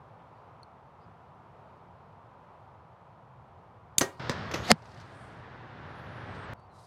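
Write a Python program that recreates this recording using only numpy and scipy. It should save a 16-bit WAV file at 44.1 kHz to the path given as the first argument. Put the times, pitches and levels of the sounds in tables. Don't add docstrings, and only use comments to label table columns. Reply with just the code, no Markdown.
import sys
import numpy as np
from scipy import signal
from scipy.fft import rfft, irfft
from scipy.io import wavfile
from scipy.ndimage import uniform_filter1d

SR = 44100
rng = np.random.default_rng(int(sys.argv[2]) if len(sys.argv) > 2 else 0)


def master(y):
    cut = np.clip(np.atleast_2d(y).T, -1, 1)
    pcm = np.round(cut * 32767)
    wavfile.write(sys.argv[1], SR, pcm.astype(np.int16))


N = 302702
TIME = np.arange(N) / SR

# frequency in Hz, relative gain in dB.
SLAM_COLOUR = [(40, -24), (100, -4), (230, 0), (420, 1), (620, -5.5), (850, -3), (1300, -5.5), (2000, -12),
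               (3000, -21), (7000, -20), (10000, -28.5), (16000, -38)]


def undb(db):
    return 10 ** (np.asarray(db) / 20)


def curve(rows, axis=1):
    rows = np.array(rows)
    return np.interp(TIME, rows[:, 0], rows[:, axis])


def fade(t, t60):
    return np.exp(-np.log(1000) * t / t60)


def swell(start_s, length_s, rise, fall):
    age = (TIME - start_s) / length_s
    return np.clip(np.minimum(age / rise, (1 - age) / fall), 0, 1)


def white_noise():
    return rng.standard_normal(N)


def colour(x, points):
    size = 2 ** 13
    hz, db = np.transpose(points)
    bins_hz = np.arange(size // 2 + 1) * SR / size
    gain = undb(np.interp(np.log(bins_hz + 1), np.log(hz), db))
    cepstrum = irfft(np.log(gain))
    cepstrum[1:size // 2] *= 2
    cepstrum[size // 2 + 1:] = 0
    response = irfft(np.exp(rfft(cepstrum)))
    return signal.oaconvolve(x, response / np.linalg.norm(response))[:N]


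def walk(rate):
    k = int(SR / rate)
    steps = np.repeat(rng.standard_normal(N // k + 1), k)[:N]
    smooth = uniform_filter1d(uniform_filter1d(steps, k), k)
    return smooth / smooth.std()


def wavering_tone(pitch):
    return np.sin(2 * np.pi * np.cumsum(pitch) / SR)


def bursts(rows, points):
    out, t = np.zeros(N), TIME[:SR // 2]
    for s, db, t60 in rows:
        start = int(s * SR)
        clicks = np.sign(rng.standard_normal(len(t)))
        out[start:start + len(t)] += undb(db) * fade(t, t60) * clicks
    return colour(out, points)


def ring(at_s, modes, db, push_s):
    out, t, start = np.zeros(N), TIME[:SR // 2], int(at_s * SR)
    tone = np.zeros(len(t))
    for k, (hz, mode_db, t60) in enumerate(modes):
        tone += (-1) ** k * undb(mode_db) * fade(t, t60) * np.sin(2 * np.pi * hz * t)
    out[start:start + len(t)] = undb(db) * tone * (1 - np.exp(-t / push_s))
    return out


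def knock(at_s, db, spread, points):
    click = np.zeros(N)
    click[int(at_s * SR)] = undb(db)
    for hz, width in spread:
        resonance = signal.lfilter(*signal.iirpeak(hz, hz / width, fs=SR), click + 1e-18)
        click = click - 2 * resonance
    return colour(click, points)


def whistles(rows):
    out = np.zeros(N)
    for s, length, hz, glide, scatter, db, rise in rows:
        pitch = hz + glide * np.clip(TIME - s, 0, length) + scatter * walk(1100)
        tone = wavering_tone(pitch) * undb(2.5 * walk(120))
        out += undb(db) * tone * swell(s, length, rise=rise, fall=.4)
    return out


def traffic(points, low_db, high_db, split_hz):
    noise = colour(white_noise(), points)
    low_pass = signal.butter(2, split_hz, fs=SR, output="sos")
    rumble = signal.sosfiltfilt(low_pass, noise)
    roar = noise - rumble
    return rumble * undb(low_db * walk(14)) + roar * undb(high_db * walk(5.01))


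def shelter_traffic():
    # frequency in Hz, relative gain in dB.
    air_colour = [(15, -60), (25, -35), (78, -7.5), (108, -1.5), (170, -6), (223, -13), (263, -13),
                  (293, -19.5), (354, -14), (591, -11), (720, -8.5), (988, -7.5), (1100, -12),
                  (1230, -12.5), (1650, -24), (3080, -34.5), (7500, -52.5), (12500, -58.5), (16000, -70)]
    start_db, drift_db_per_s = -53.5, -0.18
    level = undb(start_db + drift_db_per_s * TIME)
    return traffic(air_colour, low_db=1.2, high_db=0.5, split_hz=210) * level


def birds():
    # start in seconds, length in seconds, pitch in Hz, glide in Hz per second,
    # pitch scatter in Hz, mean level in dB, share of the length spent rising.
    notes = [(.19, .06, 3200, 0, 200, -75, .1), (.34, .08, 4570, 0, 30, -83, .1),
             (1.005, 0.061, 4700, 3000, 220, -75, .2), (6.56, .13, 4490, 700, 55, -76, .15),
             (6.69, .24, 4200, -3000, 130, -75, .06)]
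    return whistles(notes)


def tick():
    # frequency in Hz, relative level in dB, decay by 60 dB in seconds.
    tick_modes = [(4280, 0, 0.018), (4550, -8, .015), (5900, -17, .012), (9500, -10, 0.012),
                  (13800, -28, .012)]
    return ring(0.631, tick_modes, db=-42, push_s=0.00064)


def far_engine():
    # frequency in Hz, relative gain in dB.
    rumble_colour = [(20, -30), (55, -12.5), (90, 0.5), (125, -1), (190, -18), (500, -50), (2000, -80)]
    return undb(-61.5) * colour(white_noise(), rumble_colour) * swell(2.8, 4.5, rise=.12, fall=.15)


def release():
    # start in seconds, level in dB, decay by 60 dB in seconds.
    snaps = [(3.9808, -37.5, .01), (3.9823, -15.5, .006), (3.9832, -7.5, .007), (3.9852, -18, .01),
             (3.9864, -15, .006), (3.992, -35, .03), (4.0068, -34, .03)]
    # frequency in Hz, relative gain in dB.
    snap_colour = [(40, -18), (100, -5), (328, -5.5), (558, -13.5), (1280, -14.5), (1480, -12.5),
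                   (3200, -11), (4050, -2), (5100, -6.5), (5850, -11), (6350, -1), (7400, -1), (8640, -13),
                   (9410, -4.5), (10700, -17), (14100, -13), (16000, -25)]
    # start in seconds, level in dB, decay by 60 dB in seconds.
    rest_clicks = [(3.993, -21.5, .01), (3.9958, -32, .04)]
    # frequency in Hz, relative gain in dB.
    rest_colour = [(1000, -25), (3000, -11), (5200, -12), (7300, 1), (9400, 0), (11000, -8), (14000, -8),
                   (16000, -20)]
    return bursts(snaps, snap_colour) + bursts(rest_clicks, rest_colour)


def string_stroke():
    return undb(-50) * colour(white_noise(), SLAM_COLOUR) * swell(3.984, 0.033, rise=.15, fall=.15)


def string_slam():
    # start in seconds, level in dB, decay by 60 dB in seconds.
    slams = [(4.007, -32, .03), (4.0108, -18.5, .025), (4.0185, -21.5, 0.04), (4.03, -34, .14)]
    # centre in Hz, width in Hz.
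    limb_spread = [(300, 400), (750, 600), (1500, 900)]
    # frequency in Hz, relative level in dB, decay by 60 dB in seconds.
    bow_modes = [(125, -17, .05), (254, 13, 0.025), (370.4, 1.5, .15), (412, -4.5, 0.14), (440, 5, .035),
                 (549, -4.5, .14), (657, -7, .1), (700, -5, 0.13), (804, -6.5, .12), (956, -11, .16),
                 (1157, -11, .15), (1270, -11, .12), (1450, -3, .042), (1600, -16, .15), (1873, -7.5, 0.19),
                 (1935, -9, .06), (2134, -13, .1), (2363, -22, .17), (4312, -24, .15), (5076, -23, .13),
                 (7047, -18.5, .12)]
    blow = knock(4.0112, 1.5, limb_spread, SLAM_COLOUR)
    return blow + bursts(slams, SLAM_COLOUR) + ring(4.0118, bow_modes, db=-24.5, push_s=.0015)


def fittings():
    # start in seconds, level in dB, decay by 60 dB in seconds.
    buzzes = [(4.0112, -27, .02), (4.015, -23, .016), (4.021, -36, .145)]
    # frequency in Hz, relative gain in dB.
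    buzz_colour = [(1500, -22), (2800, -4), (4800, -4.5), (5500, -6), (6250, -2.5), (7200, -7), (9000, -14),
                   (9900, -10), (11000, -19), (13000, -18), (16000, -30)]
    # frequency in Hz, relative level in dB, decay by 60 dB in seconds.
    fitting_modes = [(6140, 2, 0.031), (6428, -12, .08), (7930, -18, .08), (9730, -19, .08)]
    return bursts(buzzes, buzz_colour) + ring(4.0142, fitting_modes, db=-21.5, push_s=.0006)


def soft_hiss():
    # frequency in Hz, relative gain in dB.
    hiss_colour = [(1000, -25), (2400, -5), (3400, 0), (5200, -6), (7000, -22), (12000, -45)]
    return undb(-52) * colour(white_noise(), hiss_colour) * swell(4.0, .7, rise=.3, fall=.5)


def cloth():
    # start in seconds, length in seconds, level in dB, centre in Hz,
    # added fall-off from the centre in dB per octave, graininess in dB.
    rustles = [(4.02, .25, -71.5, 4500, 4, 2), (4.7, 0.44, -72, 6500, 3, 1.5),
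               (4.81, 0.38, -67, 2000, 7, 2), (4.97, .52, -74.5, 8000, 7, 1),
               (5.11, 0.21, -74.5, 9000, 40, 1.5), (6.339, .04, -68, 5500, 6, 2),
               (6.592, .016, -78, 9000, 5, 2), (6.708, 0.29, -67, 10000, 6, 1)]
    # frequency in Hz, relative gain in dB before the added fall-off.
    rustle_colour = [(1000, -13), (2500, -3.5), (4500, 7), (6500, -3.5), (9000, -4.5), (12000, -15),
                     (16000, -30)]
    out = np.zeros(N)
    for s, length, db, centre, falloff, grain in rustles:
        points = [(hz, g - falloff * abs(np.log2(hz / centre))) for hz, g in rustle_colour]
        rub = white_noise() * undb(grain * walk(110))
        out += undb(db) * colour(rub, points) * swell(s, length, rise=.3, fall=0.37)
    return out


def field_traffic():
    # frequency in Hz, relative gain in dB.
    air_colour = [(25, -25), (55, -10), (90, 2), (122, 5), (165, -2.5), (300, -8), (500, -9), (1000, -9),
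                  (1700, -10.3), (2400, -20.5), (3600, -25.5), (5500, -38), (8000, -53), (12500, -66),
                  (15000, -80)]
    return undb(-37.5) * traffic(air_colour, low_db=1.5, high_db=0.62, split_hz=250)


def far_hit():
    # start in seconds, level in dB, decay by 60 dB in seconds.
    hits = [(4.2957, -16.5, 0.0085), (4.2969, -24, 0.0073), (4.299, -35, 0.13), (4.3173, -32, .006)]
    # frequency in Hz, relative gain in dB.
    hit_colour = [(100, -7.5), (230, 3), (370, -2), (560, 5.5), (780, -3), (1040, 4), (1300, -2), (1800, 3),
                  (3100, -7.5), (4800, -1.5), (7000, -11), (10000, -26), (16000, -37)]
    # frequency in Hz, relative level in dB, decay by 60 dB in seconds.
    stand_modes = [(124, -2.5, .065), (234.6, 1.5, 0.043), (571, -2, .06), (1030, -9.5, .09),
                   (2288, -19, .09)]
    return bursts(hits, hit_colour) + ring(4.2972, stand_modes, db=-24, push_s=.0006)


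def far_shot():
    # start in seconds, level in dB, decay by 60 dB in seconds.
    shots = [(4.513, -34, 0.078), (4.5385, -29, .04), (4.5415, -24.5, 0.053), (4.556, -36.5, .26)]
    # frequency in Hz, relative gain in dB.
    shot_colour = [(150, -6.5), (340, 4), (530, 9), (750, -2), (1150, 4), (1500, -2.5), (1960, 0.5),
                   (4000, -7), (6300, -7.5), (9000, -31.5), (12000, -19.5), (14500, -54.5)]
    return bursts(shots, shot_colour)


def arrow(pass_s, stop_s, speed, miss_m, hiss_db, flutter_db):
    # frequency in Hz, relative gain in dB.
    vane_hiss = [(60, -25), (200, -13), (700, -7), (1500, -2), (2100, 0), (3400, 1), (4400, 0.5),
                 (5400, -3), (6500, -8.5), (8500, -15), (9400, -21), (10500, -17.5), (12300, -17),
                 (13200, -27), (14000, -52)]
    # frequency in Hz, relative gain in dB.
    vane_flutter = [(20, -45), (150, -26.5), (230, -6), (370, 2), (590, -2), (700, -0.5), (830, -2.5),
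                    (1000, -9.5), (2500, -38), (16000, -65)]
    # pitch in Hz, pitch scatter in Hz, level in dB at the nearest point.
    approach_tones = [(228, 8, -17.5), (510, 15, -19), (620, 14.9, -21), (711, 12, -13), (817, 20, -20),
                      (1280, 19, -27), (1820, 20, -28), (2110, 20, -23), (4365, 30, -24.5),
                      (4645, 30, -26.5), (5025, 30, -25), (7100, 50, -39)]
    # start in seconds, length in seconds, pitch in Hz,
    # glide in Hz per second, pitch scatter in Hz, mean level in dB, share of the length spent rising.
    flight_whistles = [(4.622, .075, 2850, 27000, 420, -45.5, 0.2), (4.58, .12, 6600, 0, 70, -57, .5)]
    # start in seconds, level in dB, decay by 60 dB in seconds.
    vane_flaps = [(4.7048, -19, .014)]

    nearness = miss_m / np.hypot(miss_m, speed * (TIME - pass_s))
    fade_in = np.clip((TIME - 4.55) / .1, 0, 1)
    flying = fade_in * fade(np.maximum(TIME - stop_s, 0), .008)
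    close = flying * nearness ** 2.7

    rush = white_noise() * undb(1.5 * walk(300)) * flying * nearness ** 1.42
    hiss = undb(hiss_db) * colour(rush, vane_hiss)
    flutter = undb(flutter_db) * colour(np.sign(white_noise()) * close, vane_flutter)
    tones = np.zeros(N)
    for hz, scatter, db in approach_tones:
        tones += undb(db) * wavering_tone(hz + scatter * walk(350))
    return hiss + whistles(flight_whistles) + tones * close + bursts(vane_flaps, vane_hiss) + flutter


def crack():
    # centre in Hz, width in Hz.
    cover_spread = [(1900, 1530), (3300, 1700), (5000, 2600), (8500, 4000)]
    # start in seconds, level in dB, decay by 60 dB in seconds.
    shaft_cracks = [(4.716, -5.5, .004), (4.7168, -15, .012), (4.72, -33.5, 0.08)]
    # frequency in Hz, relative gain in dB.
    crack_colour = [(20, -12), (70, -2), (230, 4), (700, 3), (1200, 5), (2000, 6.5), (3600, 4), (4900, 5.5),
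                    (6500, -7.5), (9000, -11), (12000, -29.5), (16000, -40)]
    return knock(4.7156, 20.5, cover_spread, crack_colour) + bursts(shaft_cracks, crack_colour)


def thud():
    # frequency in Hz, relative level in dB, decay by 60 dB in seconds.
    cover_modes = [(660, -0.5, .008), (1350, -5, 0.0028)]
    # frequency in Hz, relative level in dB, decay by 60 dB in seconds.
    target_modes = [(159, -6.5, 0.12), (217, 3, .055), (525, -8, .035), (865, -14, .04), (120, -8, .06)]
    slap = ring(4.7154, cover_modes, db=-0.5, push_s=0.00022)
    return ring(4.716, target_modes, db=-2.0, push_s=0.0091) - slap


def rattle():
    # start in seconds, level in dB, decay by 60 dB in seconds.
    rattles = [(4.821, -58.5, .04), (4.855, -55, .045), (4.892, -59, .035), (4.918, -59, .04),
               (4.945, -55, .025), (4.975, -60, 0.038), (5.0, -53.5, .05), (5.011, -54, .05)]
    # frequency in Hz, relative gain in dB.
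    rattle_colour = [(60, -10), (280, 5), (700, -4), (2000, 0), (3200, -3), (5200, 1), (6500, -5.5),
                     (8000, -19), (12000, -26), (16000, -35)]
    return bursts(rattles, rattle_colour)


def squeak_strand(rows):
    pitch = curve(rows) * (1 + .011 * walk(900) + .005 * walk(70))
    level = undb(curve(rows, axis=2) + 3 * walk(60) - 0.5)
    start_s, end_s = rows[0][0], rows[-1][0]
    return wavering_tone(pitch) * level * swell(start_s, end_s - start_s, rise=.03, fall=0.028)


def squeak():
    # time in seconds, centre pitch in Hz, relative level in dB.
    high_strand = [(5.86, 9000, -92), (5.9, 10400, -86), (5.935, 10100, -86), (6.0, 12300, -81),
                   (6.035, 12400, -80), (6.1, 10100, -89), (6.14, 11500, -85), (6.24, 10200, -85),
                   (6.3, 9000, -92), (6.42, 9700, -88), (6.47, 8600, -90)]
    # time in seconds, centre pitch in Hz, relative level in dB.
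    low_strand = [(5.93, 8400, -86), (5.96, 9500, -77), (6.015, 10900, -83), (6.1, 9000, -86),
                  (6.13, 10000, -83), (6.24, 9100, -83), (6.29, 8200, -77), (6.36, 8200, -79),
                  (6.42, 8550, -73), (6.475, 7300, -84)]
    return squeak_strand(low_strand) + squeak_strand(high_strand)


def bump():
    # frequency in Hz, relative level in dB, decay by 60 dB in seconds.
    bump_modes = [(115, 0, .07), (165, -5, .04)]
    return ring(6.302, bump_modes, db=-26.5, push_s=.003)


def shelter(x, wet_db, t60_low, t60_high, bass_hz, split_hz, high_db, build_s):
    t, noise = TIME[:SR], rng.standard_normal(SR)
    low = signal.sosfilt(signal.butter(2, [bass_hz, split_hz], "band", fs=SR, output="sos"), noise)
    high = signal.sosfilt(signal.butter(2, split_hz, "high", fs=SR, output="sos"), noise)
    build_up = 1 - np.exp(-(t / build_s) ** 2)
    tail = (low * fade(t, t60_low) + undb(high_db) * high * fade(t, t60_high)) * build_up
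    return x + undb(wet_db) * signal.oaconvolve(x, tail / np.linalg.norm(tail))[:N]


def gain_control(x):
    # threshold in dB, range in dB, attack in seconds, release in dB per second.
    stages = [(-28, 15, 0.037, 6.5), (-20, 7, 0.033, 35)]
    power = signal.lfilter([100 / SR], [1, 100 / SR - 1], x ** 2)
    level_db = 10 * np.log10(power + 1e-12)
    cut_db = 0
    for threshold_db, range_db, attack_s, release_db_per_s in stages:
        creep = release_db_per_s * TIME
        excess_db = np.clip(level_db - threshold_db, 0, range_db)
        held_db = np.maximum.accumulate(excess_db + creep) - creep
        pole = np.exp(-1 / (attack_s * SR))
        cut_db = cut_db + signal.lfilter([1 - pole], [1, -pole], held_db)
    return x * undb(-cut_db)


def shelter_microphone():
    shot = release() + string_stroke() + string_slam() + fittings()
    near = shelter(shot + far_hit(), wet_db=-18.8, t60_low=.32, t60_high=.26,
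                   bass_hz=260, split_hz=3000, high_db=-6.5, build_s=0.013)
    archer = tick() + cloth() + rattle() + squeak()
    return near + archer + birds() + shelter_traffic() + far_engine()


def target_microphone():
    on_s, off_s = 4.1955, 6.535
    flight = arrow(pass_s=4.7135, stop_s=4.7155, speed=85, miss_m=.72, hiss_db=-24.5, flutter_db=-18)
    surroundings = field_traffic() + soft_hiss() + bump()
    overloaded = np.clip(surroundings + far_shot() + flight + crack() + thud(), -1.35, 1.35)
    return gain_control(overloaded) * (TIME > on_s) * (TIME < off_s)


def scene():
    return np.tile(shelter_microphone() + target_microphone(), (2, 1))


def record(dry):
    top_hz = 15900
    low_pass = signal.ellip(8, .2, 70, top_hz, fs=SR, output="sos")
    return signal.sosfilt(low_pass, np.clip(dry, -1, 1))


dry = scene()
out = record(dry)
master(out)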